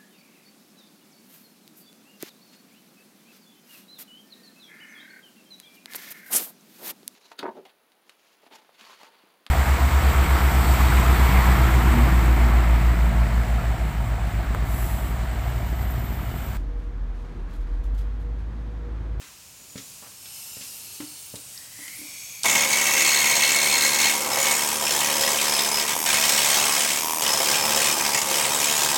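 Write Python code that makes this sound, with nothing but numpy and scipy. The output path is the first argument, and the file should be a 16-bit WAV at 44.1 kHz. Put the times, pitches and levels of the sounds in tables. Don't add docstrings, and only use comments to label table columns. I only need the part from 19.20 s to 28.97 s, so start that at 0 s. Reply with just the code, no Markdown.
import sys
import numpy as np
from scipy import signal
from scipy.fft import rfft, irfft
from scipy.io import wavfile
from scipy.ndimage import uniform_filter1d

SR = 44100
rng = np.random.default_rng(int(sys.argv[2]) if len(sys.argv) > 2 else 0)


def int16_out(signal):
    q = np.round(np.clip(np.atleast_2d(signal).T, -1, 1) * 32767)
    wavfile.write(sys.argv[1], SR, q.astype(np.int16))


N = 430857
T = np.arange(N) / SR

TRIGGER_S = 3.241
CUTOFF_HZ = 16500
# start in seconds, end in seconds.
LIFT_SPANS = [(6.752, 6.86), (7.7955, 8.021)]


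def from_db(db):
    return np.exp(np.asarray(db) * (np.log(10) / 20))


def rms_one(x):
    return x / np.sqrt(np.mean(x ** 2) + 1e-20)


def in_time(rows):
    s, *columns = np.transpose(rows)
    return [np.interp(T, s, column) for column in columns]


def swell(middle_s, length_s):
    out = np.zeros(N)
    near = np.abs(T - middle_s) < length_s / 2
    out[near] = np.cos(np.pi * (T[near] - middle_s) / length_s) ** 2
    return out


def swelling(rows):
    return np.sqrt(sum(from_db(2 * db) * swell(s, length) for s, length, db in rows))


def drift(rate):
    knots = rng.standard_normal(int(rate * N / SR) + 4)
    return np.interp(T * rate, np.arange(len(knots)), knots)


def coloured(x, spectrum):
    hz, db = np.transpose(spectrum)
    size = 4096
    grid = np.maximum(np.arange(size // 2 + 1) * SR / size, 1)
    level_db = np.interp(np.log(grid), np.log(hz), db)
    cepstrum = irfft(np.log(from_db(level_db)))
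    cepstrum[1:size // 2] *= 2
    response = irfft(np.exp(rfft(cepstrum[:size // 2], size)))
    return signal.oaconvolve(x, response)[:len(x)]


def noise(spectrum):
    return rms_one(coloured(rng.standard_normal(N), spectrum))


def narrow_noise(hz, width_hz, size=N):
    step = 8
    pole = np.exp(-2 * np.pi * width_hz * step / SR)
    slow = signal.lfilter([1], [1, -2 * pole, pole * pole], rng.standard_normal((2, N // step + 2)))
    in_phase, quadrature = (np.interp(np.arange(size) / step, np.arange(len(s)), s) for s in slow)
    phase = (2 * np.pi * (np.cumsum(hz * np.ones(size) / SR) % 1)).astype(np.float32)
    return rms_one(in_phase * np.cos(phase) + quadrature * np.sin(phase))


def ring(clicks, hz, t60):
    r, w = from_db(-60 / (t60 * SR)), 2 * np.pi * hz / SR
    return signal.lfilter([0, np.sin(w)], [1, -2 * r * np.cos(w), r * r], clicks + 1e-18)


def dying_noise(t60):
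    t = T[:SR // 2]
    tail = rng.standard_normal(len(t)) * from_db(-60 * t / t60)
    return tail / np.linalg.norm(tail)


def clicks_at(times, sizes):
    at = np.round(np.ravel(times) * SR).astype(int)
    return np.bincount(np.maximum(at, 0), np.ravel(sizes), N)[:N]


def contacts(strokes, delay_ms, scatter_ms, uneven_db, count):
    times, force = strokes
    shape = (len(times), count)
    late_s = (delay_ms + scatter_ms * rng.exponential(1, shape)) / 1000
    shares = from_db(uneven_db * rng.standard_normal(shape)) * rng.choice([-1, 1], shape)
    shares /= np.linalg.norm(shares, axis=1, keepdims=True)
    return clicks_at(times[:, None] + late_s, force[:, None] * shares)


def struck(clicks, modes, wander_db=1.5, wander_per_s=7):
    out = 0
    for k, (hz, db, t60) in enumerate(modes):
        gain = from_db(db + wander_db * drift(wander_per_s))
        out = out + (-1) ** k * gain * rms_one(ring(clicks, hz, t60))
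    return rms_one(out)


def even(x, span_s=0.124):
    running = T >= TRIGGER_S
    width = int(span_s * SR)
    share_running = np.maximum(uniform_filter1d(running * 1., width), 1e-3)
    power = uniform_filter1d(x * x, width) / share_running
    return running * x / np.sqrt(np.abs(power) + 1e-12)


def scaler():
    # middle in seconds, length in seconds, loss in dB.
    skids = [(3.467, 0.081, 6), (5.062, 0.47, 7), (5.532, 0.58, 7), (5.802, 0.086, 3.5), (5.08, 0.047, 5),
             (6.49, 0.25, 3), (6.65, 0.086, 6.5), (8.22, 0.21, 2), (8.437, 0.16, 3.5), (8.756, 0.11, 9),
             (8.826, 0.049, 8), (8.915, 0.22, 5.5), (9.052, 0.19, 8), (9.371, 0.42, 3), (9.682, 0.3, 3)]
    # multiple of the rate, rms level in dB
    hum_orders = [(1, -62), (2, -54.5), (3, -49.5), (4, -64)]
    # time in seconds, middle level in dB with the needles on.
    drum_level = [(3.25, -30), (3.32, -35.5), (4.3, -37.5), (5.1, -31.5), (5.6, -34.5), (6.7, -32.5),
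                  (7.5, -35.5), (8.3, -32), (9.77, -33.5)]
    jitter_s, stroke_spread_db = .00025, 1.8
    tremor_db, tremor_per_s = 1.3, 13
    clack_db, free_clack_gain_db = -32.5, 5.5
    drum_wander_db, lift_drum_loss_db, free_hum_gain_db = 2.2, 17, -3

    running, lifted = T >= TRIGGER_S, off_the_steel(ease_s=0.0039)
    times = stroke_times()
    turns = np.interp(T, times, np.arange(len(times)))
    late, strong = rng.standard_normal((len(times), 2)).T
    strokes = times + jitter_s * late, from_db(stroke_spread_db * strong)

    skid_db = sum(db * swell(s, length) for s, length, db in skids)
    loss_db = skid_db + tremor_db * drift(tremor_per_s)
    regular = times, np.ones(len(times))
    clack = from_db(clack_db + free_clack_gain_db * lifted) * piston_clack(regular)
    drum_db = in_time(drum_level)[0] - lift_drum_loss_db * lifted + drum_wander_db * drift(7.4)
    drum = from_db(drum_db) * pan_drumming(strokes)
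    hum = sum(from_db(db) * np.sqrt(2) * np.sin(2 * np.pi * order * turns) for order, db in hum_orders)
    hum = from_db(free_hum_gain_db * lifted) * hum
    return needles(strokes, loss_db, lifted) + clack + drum + running * (exhaust(turns, lifted) + hum)


def stroke_times():
    loaded_per_s, free_per_s, wander_per_s = 72.6, 79.7, .7
    edges = np.r_[TRIGGER_S, np.ravel(LIFT_SPANS), N / SR]
    times = []
    for k, (start, end) in enumerate(zip(edges, edges[1:])):
        speed = free_per_s if k % 2 else loaded_per_s + wander_per_s * drift(7)
        turns = np.cumsum(speed * (T >= start) * (T < end - .5 / loaded_per_s)) / SR
        times.append(T[np.flatnonzero(np.diff(np.ceil(turns)))])
    return np.concatenate(times)


def off_the_steel(ease_s):
    lifted = sum(1. * (T > start) * (T < end) for start, end in LIFT_SPANS)
    return uniform_filter1d(lifted, max(int(ease_s * SR), 1))


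def needles(strokes, skid_db, lifted):
    # time in seconds, crash level in dB before skids and lifts.
    pressure = [(3.25, -22), (4.6, -21.5), (5.35, -22), (5.95, -21.5), (6.7, -25), (6.88, -20.5),
                (7.3, -20), (7.78, -22.5), (8.55, -21), (9.77, -20.5)]
    # time in seconds, level in dB before skids and lifts.
    buzz_level = [(3.25, -24.5), (4.6, -24.5), (4.95, -29), (5.2, -29), (5.38, -29), (5.5, -41),
                  (6.75, -35), (6.9, -32.5), (7.7, -38), (8.7, -47), (8.98, -27), (9.22, -40), (9.77, -55)]
    # frequency in Hz, relative level in dB, 60 dB decay in seconds.
    buzz_modes = [(1925, -6.5, 0.028), (2161, 1.5, 0.029), (2239, 1, 0.03), (2665, -6, 0.04),
                  (6510, -3, 0.026), (6990, -11, 0.062)]
    # frequency in Hz, relative level in dB, 60 dB decay in seconds.
    overtone_modes = [(3930, -12, 0.02), (4150, -7, .015), (4300, -3, 0.022), (6900, -13, 0.021),
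                      (8330, -16, 0.031)]
    # middle in seconds, length in seconds, peak level in dB.
    overtone_swells = [(3.92, 0.3, -27), (4.25, 0.65, -28), (4.6, 0.5, -27.5), (4.83, 0.14, -27)]
    tip_hz = 5740
    buzz_follows, tip_follows = 1.0, 0.72
    lift_loss_db, ring_gain_db = 20, 4.5

    (crash_db,), (buzz_db,) = in_time(pressure), in_time(buzz_level)
    full = from_db(crash_db) * needle_crash(strokes)
    above = signal.butter(2, tip_hz, "high", fs=SR, output="sos")
    scratch = signal.sosfiltfilt(above, full)
    sheet = full - scratch
    crash = from_db(-skid_db) * sheet + from_db(-tip_follows * skid_db) * scratch
    slaps = contacts(strokes, delay_ms=3.5, scatter_ms=.5, uneven_db=4, count=2)
    slaps = slaps + contacts(strokes, delay_ms=7.2, scatter_ms=.6, uneven_db=12, count=2)
    buzz = from_db(buzz_db - buzz_follows * skid_db) * even(struck(slaps, buzz_modes))
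    tips = contacts(strokes, delay_ms=0.37, scatter_ms=1.2, uneven_db=8, count=3)
    overtone = swelling(overtone_swells) * even(struck(tips, overtone_modes))
    rings = from_db(ring_gain_db) * high_ring(strokes)
    return from_db(-lift_loss_db * lifted) * (crash + buzz + overtone + rings)


def needle_crash(strokes, count=20):
    # frequency in Hz, relative density in dB per Hz.
    crash_spectrum = [(60, -37), (300, -13), (700, -7), (1150, -3.5), (1400, -5.5), (1780, -2.5),
                      (2400, -7.5), (3200, -1.5), (3750, -2.5), (4100, -3.5), (4400, -2.5), (4750, -3),
                      (5200, 0), (6500, -2), (8400, -1), (9000, -4.5), (9700, -6.5), (10600, -6.5),
                      (11100, -8), (11700, -7), (12600, -9), (13900, -13), (16500, -6)]
    spot_colour_db, spot_t60_s = 5.5, .06
    load_jump_db, load_travel_db = 9, 2
    steel_db = -5

    times, force = strokes
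    grid = np.geomspace(60, CUTOFF_HZ, 110)
    shares = from_db(spot_colour_db * rng.standard_normal((count, len(grid))))
    shares /= np.linalg.norm(shares, axis=0)
    travel = np.array([np.interp(times, T, drift(5.4)) for _ in range(count)])
    jumps = rng.standard_normal((count, len(times)))
    loads = from_db(load_travel_db * travel + load_jump_db * jumps)
    loads /= np.linalg.norm(loads, axis=0)
    sheet = 0
    for share, load in zip(shares, loads):
        group = contacts((times, force * load), delay_ms=.1, scatter_ms=1.3, uneven_db=4, count=2)
        crack_and_ring = dying_noise(0.017) + from_db(10.5) * dying_noise(spot_t60_s)
        spot = coloured(crack_and_ring, np.c_[grid, 20 * np.log10(share)])[:SR // 8]
        sheet = sheet + signal.oaconvolve(group, spot)[:N]
    crash = rms_one(coloured(sheet, crash_spectrum))
    return even(crash + from_db(steel_db) * steel_pings(strokes), span_s=0.065)


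def steel_pings(strokes):
    # frequency in Hz, relative level in dB, 60 dB decay in seconds.
    steel_modes = [(1596, 0, .08), (1932, 1, .06), (2170, 0, .05), (2414, 3, .06), (2530, 1, .06),
                   (2674, 0, .05), (2980, 1, .04), (3170, -1, .05), (3322, -2, .045), (3620, -1, .05),
                   (3860, -2, .05), (5600, -1, .03), (5980, 0, .035), (6160, 1, .035), (6560, -2, .04),
                   (6830, -1, .04), (6988, 1, .04), (7320, -1, .035), (7550, -1, .035), (7920, 1, .03),
                   (8150, -1, .035), (8400, -1, .03), (9020, -4, .03)]
    ping_spread_db = 7
    times, force = strokes
    out = 0
    for hz, db, t60 in steel_modes:
        chance = np.minimum(rng.standard_normal(len(times)), 2)
        caught = force * from_db(ping_spread_db * chance)
        taps = contacts((times, caught), delay_ms=.1, scatter_ms=1.2, uneven_db=2, count=1)
        out = out + from_db(db) * rms_one(ring(taps, hz, t60))
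    return rms_one(out)


def high_ring(strokes):
    # middle in seconds, length in seconds, relative peak level in dB, frequency in Hz.
    ring_swells = [(3.31, 0.11, -32, 7100), (3.648, .35, -37, 6080), (4.504, .35, -38, 8300),
                   (4.9, 0.057, -43, 8350), (5.132, 0.073, -36.5, 5180), (5.213, 0.08, -32, 7000),
                   (5.332, 0.19, -35.5, 8430), (5.35, 0.09, -33, 6960), (5.4, 0.54, -43, 11950),
                   (5.534, 0.29, -43, 8520), (5.498, 0.26, -45, 5240), (5.68, 0.14, -37, 5270),
                   (5.918, 0.59, -42, 3120), (6.0, .6, -43.5, 11430), (6.02, 0.18, -33.5, 5150),
                   (6.363, 0.27, -33.5, 5130), (6.573, 0.14, -31.5, 5100), (6.93, 0.14, -38, 5170),
                   (7.1, 0.2, -37.5, 5160), (7.55, 0.57, -42, 5110), (7.64, .35, -42, 7800),
                   (8.133, 0.2, -34, 5170), (8.42, 0.5, -35.5, 5230), (8.414, 0.29, -40, 2420),
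                   (8.7, 0.4, -39, 5230), (8.901, 0.32, -38, 5010), (8.975, .14, -35.5, 6970),
                   (9.166, 0.14, -38, 5120), (9.21, .16, -40, 8350), (9.55, .3, -37, 6770),
                   (9.63, 0.43, -38, 5130)]
    ring_t60_s, ring_spread_db = .03, 1.5
    times, force = strokes
    out = np.zeros(N)
    for s, length, db, hz in ring_swells:
        caught = force * from_db(ring_spread_db * rng.standard_normal(len(times)))
        tips = contacts((times, caught), delay_ms=1.0, scatter_ms=.8, uneven_db=0, count=1)
        gain = swell(s, length)
        on = np.flatnonzero(gain)
        out[on] += from_db(db) * np.sqrt(np.sqrt(gain[on])) * rms_one(ring(tips[on], hz, ring_t60_s))
    return out


def pan_drumming(strokes):
    # frequency in Hz, relative density in dB per Hz.
    drum_spectrum = [(55, -48), (90, -9), (125, -5), (180, -2.5), (260, -6), (360, 3), (470, 0), (580, -2),
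                     (800, 9.5), (1000, 9), (1250, 4), (1600, -9.5), (3000, -53)]
    # frequency in Hz, relative level in dB, 60 dB decay in seconds.
    pan_modes = [(423, -10, 0.06), (412.3, -7.5, 0.11), (542.6, 1.5, 0.11), (628, -3, 0.033),
                 (687, -2, 0.085), (776, -4, 0.031), (954, -16, 0.043), (996, -2.5, 0.044)]
    waver_s, waver_per_s = .0005, 22

    blow = contacts(strokes, delay_ms=0.28, scatter_ms=0.36, uneven_db=4.5, count=2)
    back = contacts(strokes, delay_ms=6.807, scatter_ms=1.188, uneven_db=2, count=2)
    push = blow + from_db(-3) * back
    tails = sum(signal.oaconvolve(hits * drift(8), dying_noise(0.17))[:N] for hits in (blow, back) * 2)
    dense = rms_one(coloured(push + 0.33 * tails, drum_spectrum))
    panel = dense + from_db(-4.5) * struck(push, pan_modes, wander_db=4)
    return even(np.interp(T - waver_s * drift(waver_per_s), T, panel))


def piston_clack(strokes):
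    # frequency in Hz, relative density in dB per Hz.
    clack_spectrum = [(50, -29), (200, -3), (650, 0), (960, 4.5), (1300, -6), (1700, -6), (2400, -1),
                      (3200, -3.5), (3700, -4), (4100, -13), (4700, -2), (5300, -1), (6500, 2), (7500, -3),
                      (8500, 2.5), (9500, -5.5), (11800, -2), (12700, -3), (16000, -31)]
    barrel_hz, barrel_t60_s, barrel_db, barrel_spread_db = 970, 0.018, -7.5, 8
    times, force = strokes
    anvil = contacts(strokes, delay_ms=0, scatter_ms=1.5, uneven_db=2, count=60)
    barrel_force = force * from_db(barrel_spread_db * rng.uniform(-1.1, 1, len(times)))
    blows = clicks_at(times, barrel_force)
    barrel = from_db(barrel_db) * rms_one(ring(blows, barrel_hz, barrel_t60_s))
    return even(rms_one(coloured(anvil, clack_spectrum)) + barrel)


def exhaust(turns, lifted):
    # frequency in Hz, width in Hz, relative level in dB, gain in dB while the piston runs free.
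    whistle_bands = [(10320, 110, 4, 0.5), (12100, 260, -15, 6), (13050, 150, 1.5, 6), (16300, 150, -3, 11)]
    whistle_db, puff_depth = -46, 0.15
    whistles = 0
    for hz, width, db, free_db in whistle_bands:
        gain = from_db(db + free_db * lifted + 0.82 * drift(6.5))
        whistles = whistles + gain * narrow_noise(hz, width)
    puffs = 1 + puff_depth * np.sin(2 * np.pi * (turns - .2))
    return from_db(whistle_db) * whistles * puffs


def clinks():
    # start in seconds, energy in dB, low edge in Hz, high edge in Hz, 60 dB decay in seconds.
    single_needles = [(2.376, -14, 4000, 5600, 0.018), (3.233, 2, 3520, 8470, 0.017),
                      (5.67, 2.5, 2350, 3030, .12), (5.811, 0, 2300, 2980, 0.12),
                      (6.185, 3, 2280, 3230, 0.16), (6.385, 2, 3300, 3940, 0.092),
                      (6.572, -0.5, 2370, 2980, .08), (8.021, 0, 2200, 9000, .03),
                      (8.063, 3, 2600, 3150, 0.079), (8.334, 2, 2350, 2980, 0.18),
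                      (8.62, 0, 2345, 3020, 0.17), (9.245, 2, 1770, 4100, .08)]
    out = 0
    for s, db, low_hz, high_hz, t60 in single_needles:
        burst = signal.oaconvolve(clicks_at([s], [1.]), dying_noise(t60))[:N]
        band = signal.butter(3, [low_hz, high_hz], "band", fs=SR, output="sos")
        bright = signal.sosfilt(band, burst)
        out = out + from_db(db) * bright / np.linalg.norm(bright)
    return out


def handling():
    # start in seconds, thud strength in dB, hollow ring strength in dB,
    # clack starting level in dB, clack middle in Hz, clack 60 dB decay in seconds.
    bumps = [(.015, -51, -47, -47, 2210, 0.55), (0.404, -62, -62, -59, 208, 0.75),
             (.556, -31.5, -41, -45, 2400, 0.18), (.578, -46, -52, -38, 3570, 0.16),
             (0.597, -44, -50, -52, 3000, 0.13), (0.824, -48, -60, -47.5, 850, 0.26),
             (.862, -54, -65, -48.5, 900, .15), (1.056, -54, -65, -40, 4000, .09),
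             (1.368, -39.5, -54, -49, 2500, .1), (1.41, -44, -58, -41, 4170, 0.25),
             (1.802, -51, -22.5, -39, 1500, 0.13), (1.827, -42, -52, -56, 1190, .1),
             (2.139, -32.5, -47, -49, 600, 0.15), (2.156, -50, -40, -35.5, 5170, 0.086),
             (2.589, -55, -35, -51, 605, .08), (2.679, -64, -48, -37, 3500, .04),
             (2.789, -57, -38, -70, 319, 0.36), (2.815, -75, -35, -60, 600, .1),
             (2.849, -73, -41, -56, 600, .1)]
    # frequency in Hz, relative level in dB, 60 dB decay in seconds.
    thud_modes = [(81, -15, .18), (121, -6.5, 0.084), (190, -3, 0.073), (250, -13.5, 0.23),
                  (416, -9.5, 0.067), (583, -4, 0.024)]
    # frequency in Hz, relative level in dB, 60 dB decay in seconds.
    hollow_modes = [(270, -22, 0.13), (299, -8.5, 0.13), (567, -22.5, 0.15)]

    times, thud_db, hollow_db = np.transpose(bumps)[:3]
    soft = signal.butter(1, 1500, fs=SR)
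    out = np.zeros(N)
    for modes, blow_db in ((thud_modes, thud_db), (hollow_modes, hollow_db)):
        for hz, db, t60 in modes:
            spread_db = rng.normal(0, 2.2, len(times))
            blows = clicks_at(times, from_db(blow_db + db + spread_db))
            out += ring(signal.lfilter(*soft, blows), hz, t60) * rng.choice([-1, 1])
    t = T[:SR // 2]
    for s, _, _, clack_db, hz, t60 in bumps:
        edges_hz = [hz / 2.26, min(hz * 1.86, SR / 2 - 1)]
        band = signal.butter(2, edges_hz, "band", fs=SR, output="sos")
        grain = rms_one(signal.sosfilt(band, rng.standard_normal(len(t))))
        start = int(s * SR)
        out[start:start + len(t)] += grain * from_db(clack_db - 60 * t / t60)
    return out


def air_leak():
    # time in seconds, level in dB that the hiss and its whistles are set against.
    leak_level = [(.15, -55), (.7, -41.5), (.97, -44.5), (1.15, -40), (1.5, -37.5), (2.25, -40.5),
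                  (2.48, -40), (2.66, -36), (3.2, -39)]
    # time in seconds, frequency in Hz, level in dB against the leak.
    leak_tone = [(.7, 2490, -27), (1.199, 2740, -15.5), (1.999, 2870, -21), (2.25, 2650, -24),
                 (2.33, 1900, -24), (2.4, 1900, -16), (2.52, 1936, -19), (2.63, 1990, -9),
                 (2.85, 2310, -12), (3.199, 2370, -8.5)]
    # middle in seconds, length in seconds, middle frequency in Hz, glide in Hz per second,
    # width in Hz, peak level in dB against the leak.
    leak_bands = [(.45, 0.7, 6950, -4, 110, -8), (.7, .3, 11200, 300, 110, -15),
                  (1.1, .6, 8480, -2, 120, -11), (1.17, 0.64, 11850, 0, 190, -9),
                  (1.25, 0.99, 5270, -300, 150, -12), (1.36, 0.4, 7250, 3, 110, -11),
                  (1.55, .4, 9400, 700, 120, -13), (1.55, .4, 10500, 700, 120, -17),
                  (1.61, .42, 11900, -4500, 190, -9), (1.85, 0.72, 4380, -1, 149, -15),
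                  (1.93, .6, 8520, -300, 150, -11), (2.027, 0.55, 10100, -2200, 150, -14),
                  (2.068, .4, 15200, -3000, 400, -14), (2.218, .24, 9150, -1200, 110, -11),
                  (2.33, .36, 8100, -1500, 120, -10), (2.628, 0.13, 10130, 0, 80, -13),
                  (2.704, .3, 8400, 2500, 110, -18), (2.777, 0.19, 13150, 0, 80.5, -13),
                  (2.788, 0.11, 10250, 0, 80, -8), (2.802, 0.32, 12450, -2000, 170, -17),
                  (2.998, 0.68, 8000, -600, 130, -12), (3.05, 0.77, 4430, 1, 150.3, -16),
                  (3.051, .8, 5570, 152, 100, -13), (3.1, .7, 3420, -1, 130, -17),
                  (3.098, .6, 6720, 0, 80, -10), (3.1, .5, 6320, 2, 80, -9),
                  (3.15, .55, 11850, 0, 200, -11)]
    # frequency in Hz, relative density in dB per Hz.
    jet_spectrum = [(1180, -12.5), (2000, -14), (2490, -7), (3000, -4.5), (3430, -6), (3880, -3.5),
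                    (5420, -1), (8360, 1), (10800, -1.5), (11900, 0.5), (13000, -4), (13900, -10),
                    (15300, -6.5), (16500, -6.5)]
    # frequency in Hz, relative density in dB per Hz.
    far_spectrum = [(1000, -18), (2000, -8.5), (2600, 1), (3500, -5.5), (5000, -0.5), (7500, 2),
                    (9500, -5.5), (12500, -11), (14000, -16), (16500, -14)]
    jet_db, far_db = -3.5, -51

    (hiss_db,), (tone_hz, tone_db) = map(in_time, (leak_level, leak_tone))
    jet = noise(jet_spectrum)
    echoes = 0
    for delay_ms in (1.3, 2.25, 3.7, 6.1):
        late_s = (delay_ms + 0.04 * drift(2.4)) / 1000
        echoes = echoes + drift(3.43) * np.interp(T - late_s, T, jet)
    hiss = rms_one(jet + 0.55 * echoes)
    whistles = from_db(tone_db) * narrow_noise(tone_hz, width_hz=170)
    for s, length, hz, glide, width, db in leak_bands:
        gain = swell(s, length)
        on = np.flatnonzero(gain)
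        sweep_hz = hz + glide * (T[on] - s)
        whistles[on] += from_db(db) * np.sqrt(gain[on]) * narrow_noise(sweep_hz, width, size=len(on))
    near = from_db(hiss_db) * (from_db(jet_db) * hiss + whistles)
    return near + from_db(far_db) * noise(far_spectrum)


def garage_reverberation(near):
    t60_s, level_db = 0.36, -7.5
    tail = np.r_[np.zeros(SR // 100), dying_noise(t60_s)]
    return from_db(level_db) * signal.oaconvolve(near, tail)[:N]


def garage_noise():
    # frequency in Hz, relative density in dB per Hz.
    garage_spectrum = [(25, 1), (60, 2), (120, 4.5), (200, -1), (350, -8.5), (1000, -6), (2000, -12),
                       (6000, -10)]
    return from_db(-51.5) * noise(garage_spectrum)


def scene():
    near = scaler() + clinks() + handling()
    return (near + garage_reverberation(near) + air_leak() + garage_noise())[None]


def record(dry, top=0.3):
    rounded = dry / (1 + (dry / top) ** 8) ** .125
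    high_pass = signal.butter(2, 55, "high", fs=SR, output="sos")
    heard = signal.sosfilt(high_pass, rounded)
    low_pass = signal.ellip(12, .1, 80, CUTOFF_HZ, fs=SR, output="sos")
    return signal.sosfilt(low_pass, heard)


dry = scene()
out = record(dry)
int16_out(out)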